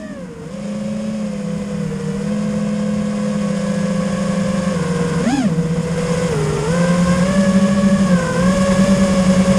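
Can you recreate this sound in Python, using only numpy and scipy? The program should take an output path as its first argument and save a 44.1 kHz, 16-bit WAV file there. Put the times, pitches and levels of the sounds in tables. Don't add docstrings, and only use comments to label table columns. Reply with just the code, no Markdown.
import sys
import numpy as np
from scipy.fft import rfft, irfft, next_fast_len
from scipy.io import wavfile
from scipy.ndimage import uniform_filter1d, map_coordinates

SR = 44100
rng = np.random.default_rng(int(sys.argv[2]) if len(sys.argv) > 2 else 0)


def inscribe(sig):
    pcm = np.round(np.clip(np.atleast_2d(sig).T, -1, 1) * 32767)
    wavfile.write(sys.argv[1], SR, pcm.astype(np.int16))


N = 422478
BLADES = 3

# relative dB of blade tone, low overtones, high overtones.
PROPELLER_DB = [(-12.5, -2, 3), (1.5, 0.5, -1.5), (-7.5, -1.5, 2), (-13, -3, -1.5)]


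def amp(db):
    return 10 ** (np.asarray(db) / 20)


def unit(x):
    return x / np.sqrt(np.mean(x ** 2) + 1e-20)


def db_at(spectrum, hz):
    knot_hz, knot_db = np.transpose(spectrum)
    return np.interp(np.log(hz + 1), np.log(knot_hz + 1), knot_db)


def curves(rows):
    time_s, *columns = np.transpose(rows)
    return np.array([np.interp(np.arange(N) / SR, time_s, column) for column in columns])


def wobble(rate_hz):
    grid = np.linspace(0, N, num=8192)
    knots = rng.standard_normal(4096)
    return np.interp(np.arange(N), grid, map_coordinates(knots, [grid * rate_hz / SR], mode="wrap"))


def filtered(x, response):
    size = next_fast_len(N + SR // 2)
    return irfft(rfft(x, size) * response(np.fft.rfftfreq(size, 1 / SR)), size)[:N]


def coloured(x, spectrum):
    return unit(filtered(x, lambda hz: amp(db_at(spectrum, hz))))


def wind(trim_db=3.5, lumps_db=1.2):
    # time in seconds, level in dB before trim.
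    strength = [(0, -44), (1.2, -43.5), (2, -37.5), (3.2, -41), (4.5, -34.5), (5.8, -35.5), (6.15, -30.5),
                (7.2, -30), (7.9, -33), (8.4, -28.5), (8.9, -26), (9.58, -30)]
    # frequency in Hz, relative noise density in dB.
    spectrum = [(10, -46), (25, 0.5), (50, 1.5), (75, 5), (110, 3), (200, 5), (500, -23.5), (2000, -43)]
    buffet = amp(lumps_db * wobble(12)) * coloured(rng.standard_normal(N), spectrum)
    return amp(curves(strength)[0] + trim_db) * unit(buffet)


def arm_shudder(speeds_hz, level_db=-21.5, ref_hz_per_s=600, window_s=0.72):
    # frequency in Hz, relative noise density in dB.
    spectrum = [(100, -40), (180, 8), (230, 6), (300, 1.5), (370, -14), (700, -54)]
    smooth_hz = uniform_filter1d(speeds_hz[1], SR // 10)
    slew_hz_per_s = uniform_filter1d(np.abs(np.gradient(smooth_hz)) * SR, int(window_s * SR))
    return amp(level_db) * slew_hz_per_s / ref_hz_per_s * coloured(rng.standard_normal(N), spectrum)


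def chopped_air(blade_phases, spectrum, depth, flicker_db):
    chop = np.exp(depth * sum(np.cos(phase) for phase in blade_phases))
    return coloured(rng.standard_normal(N) * chop * amp(flicker_db * wobble(60)), spectrum)


def overtones(speeds_hz, blade_phases, levels_db, spectrum, orders, eddies, hop=64):
    total, power = np.zeros(N), 0
    for db, hz, phase in zip(levels_db, speeds_hz, blade_phases):
        gusts = [1 + eddies * (wobble(25) + 1j * wobble(25)) for _ in range(2)]
        for k in orders:
            gain = amp(db + db_at(spectrum, BLADES * k * hz[::hop]))
            power += gain ** 2
            gust = np.roll(gusts[k % 2], rng.integers(N))
            angle = k * phase + 2 * np.pi * rng.random()
            total += np.repeat(gain, hop)[:N] * (gust.real * np.sin(angle) + gust.imag * np.cos(angle))
    return unit(total / np.repeat(np.sqrt(power), hop)[:N])


def tip_scream(speeds_hz, blade_phases):
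    # frequency in Hz, relative level in dB.
    spectrum = [(1650, -5), (1850, 13.5), (2250, 5), (2750, 3.5), (3400, 0), (4200, -7.5), (5100, -0.5),
                (5900, -15.5), (6600, 0), (8000, -15), (11500, -24)]
    levels_db = [high for _, _, high in PROPELLER_DB]
    return overtones(speeds_hz, blade_phases, levels_db, spectrum, orders=range(4, 15), eddies=.3)


def blade_whine(speeds_hz, blade_phases):
    # frequency in Hz, relative level in dB.
    spectrum = [(800, -5), (1000, 5.5), (1110, 13), (1260, -11.5), (1370, 2), (1500, 4.5), (1700, 8),
                (1900, -0.5), (2250, -2), (2600, 4)]
    # time in seconds, gain in dB.
    bite = [(0, 11.5), (.35, 7), (.7, -5), (2.4, -0.5), (3.6, 1.5), (4.7, 1), (5.1, 1.5), (6.4, -4.5),
            (6.9, 2.5), (7.4, -0.5), (8.25, 4.5), (9, -4)]
    levels_db = [low for _, low, _ in PROPELLER_DB]
    whine = overtones(speeds_hz, blade_phases, levels_db, spectrum, orders=(2, 3), eddies=.22)
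    return amp(curves(bite)[0]) * whine


def blade_tone(blade_phases, waver_db=1.23):
    return unit(sum(amp(db + waver_db * wobble(25)) * np.sin(phase)
                    for (db, _, _), phase in zip(PROPELLER_DB, blade_phases)))


def frame_hum(speeds_hz, angles, unbalance_db=(0, 0, -7, -17), second_order_db=-27, rattle_db=-12,
              buzz_db=-23, buzz_hz=675, buzz_width_hz=25):
    # shaft speed in Hz, relative transfer through the frame in dB.
    transfer = [(135, -17), (152, -5), (165, 1), (178, -2), (187, 0), (194, -1), (201, 3), (208, 9.5),
                (250, 4), (275, -7), (290, -2)]
    # frequency in Hz, relative noise density in dB.
    resonance = [(60, -85), (110, -22.5), (150, -1.5), (185, -9.5), (220, -5.5), (280, -33.5), (450, -46),
                 (900, -84)]
    # time in seconds, gain of the shaking in dB.
    strength = [(0, -14), (.38, -11), (.7, -2), (2.05, -1), (2.4, 1), (3.7, -1), (5.15, -2), (5.55, 3.5),
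                (6.05, -4), (6.75, -2.3), (7.8, 2.3), (8.45, -0.9), (9.58, 0)]
    shares = np.array([amp(db + db_at(transfer, hz)) for db, hz in zip(unbalance_db, speeds_hz)])
    shares /= np.sqrt(np.sum(shares ** 2, axis=0))
    shake = sum(share * (np.sin(angle) + amp(second_order_db) * np.sin(2 * angle))
                for share, angle in zip(shares, angles))
    detuning = (4 * speeds_hz[1] - buzz_hz) / buzz_width_hz
    shake += amp(buzz_db) * np.sin(4 * angles[1]) / np.hypot(1, detuning)
    rattle = amp(rattle_db) * coloured(rng.standard_normal(N), resonance)
    return amp(curves(strength)[0]) * unit(unit(shake) + rattle)


def throttle_hz():
    # start, glide, hold and return in seconds, speed change in Hz.
    moves = [(0.048, 0.27, 0.085, 0.18, -37), (1.779, .14, .22, 0.19, -10), (4.7, 0.098, 2.396, .15, -16),
             (5.213, .13, 0.011, 0.17, 113), (6.261, .13, .23, .13, -25), (7.98, 0.29, 0.063, 0.22, -23),
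             (8.72, 0.16, 0.0192, .3, 5.5)]
    t = np.arange(N) / SR
    offset_hz = np.zeros(N)
    for start_s, glide_s, hold_s, return_s, change_hz in moves:
        end_s = start_s + glide_s + hold_s + return_s
        ramp = np.clip(np.minimum((t - start_s) / glide_s, (end_s - t) / return_s), 0, 1)
        offset_hz += change_hz * np.sin(np.pi / 2 * ramp) ** 2
    return offset_hz


def shafts(hunt=0.00188, flutter=0.001158):
    # time in seconds, motors 1 to 4 in Hz.
    cruise = [(0, 212, 212, 209, 197), (.6, 204, 175, 187, 187.5), (1.13, 216, 184, 191, 202.7),
              (1.36, 202, 168, 172, 185.3), (1.85, 203, 165, 168, 177.2), (2.35, 209, 168, 175, 183.2),
              (3.3, 207.5, 170, 183, 184.9), (3.5, 201, 170, 184.5, 185.2), (4.7, 197, 175, 188, 183.8),
              (5.6, 191, 176, 185, 180.4), (6.25, 197, 182, 190, 181.5), (6.55, 193, 175.5, 192.5, 175),
              (6.76, 190, 189, 180, 186.7), (7.27, 197, 196, 186, 193.6), (7.5, 200.5, 186, 189, 185.2),
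              (7.95, 202, 189, 192, 184.9), (8.3, 194, 194, 182, 187.7), (8.7, 194.5, 184, 186, 177.6)]
    speeds_hz = [hz * (1 + hunt * wobble(14) + flutter * wobble(70))
                 for hz in curves(cruise) + throttle_hz()]
    return speeds_hz, [2 * np.pi * (np.cumsum(hz) / SR + rng.random()) for hz in speeds_hz]


def scene(cruise_hz=180, hum_speed_cap_db=1.0):
    # time in seconds, strength in dB.
    airflow = [(0, -20.5), (.35, -20), (.65, -14), (1.6, -13), (2.1, -10.5), (3, -10), (3.6, -7.5),
               (5.2, -3.7), (5.56, -10), (5.85, -6.5), (6.1, -1.5), (7.1, -0.35), (7.85, -4), (8.25, -1.8),
               (8.6, -0.1), (9.58, 1)]
    # frequency in Hz, relative noise density in dB.
    wash_spectrum = [(100, -41), (230, -21), (300, 1.5), (395, 9.5), (500, 11.5), (620, 6), (850, 0),
                     (1100, 4.5), (1400, -3.5), (2000, -3), (2800, -8.5), (4500, -57.5), (9000, -68)]
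    hiss_spectrum = [(1500, -2.5), (2500, -6.5), (3200, -0.5), (4150, -9.5), (5200, 0.5), (5900, -6),
                     (6600, -0.5), (8000, -4.5), (9700, -5.5), (10700, -15.5), (11700, -28.5), (12800, -35),
                     (14000, -31), (15200, -47)]
    # base gain in dB, dB per dB of airflow, dB per dB of shaft speed over cruise.
    hum_law = (-14.5, 0.54, 1.56)
    wash_law = (-27.5, 0.82, -0.33)
    hiss_law = (-31.5, 0.95, 0.86)
    tone_law = (-21.5, 0.78, 0.031)
    whine_law = (-28, 1.29, 1.1)
    scream_law = (-37.2, .8, 2.2)

    def gain(law, speed_db):
        base_db, per_air, per_speed = law
        return amp(base_db + per_air * air_db + per_speed * speed_db)

    speeds_hz, angles = shafts()
    blade_phases = [BLADES * angle for angle in angles]
    air_db = curves(airflow)[0]
    speed_db = 20 * np.log10(np.mean(speeds_hz, axis=0) / cruise_hz)
    hum = gain(hum_law, np.minimum(speed_db, hum_speed_cap_db)) * frame_hum(speeds_hz, angles)
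    layers = [(wash_law, chopped_air(blade_phases, wash_spectrum, depth=.2, flicker_db=.9)),
              (hiss_law, chopped_air(blade_phases, hiss_spectrum, depth=.17, flicker_db=.7)),
              (tone_law, blade_tone(blade_phases)),
              (whine_law, blade_whine(speeds_hz, blade_phases)),
              (scream_law, tip_scream(speeds_hz, blade_phases))]
    propellers = sum(gain(law, speed_db) * sound for law, sound in layers)
    return (hum + propellers + arm_shudder(speeds_hz) + wind())[None]


def record(dry, ceiling=.68, cutoff_hz=15200):
    rounded = dry[0] / (1 + np.abs(dry[0] / ceiling) ** 8) ** (1 / 8)
    return filtered(rounded, lambda hz: hz < cutoff_hz)[None]


dry = scene()
out = record(dry)
inscribe(out)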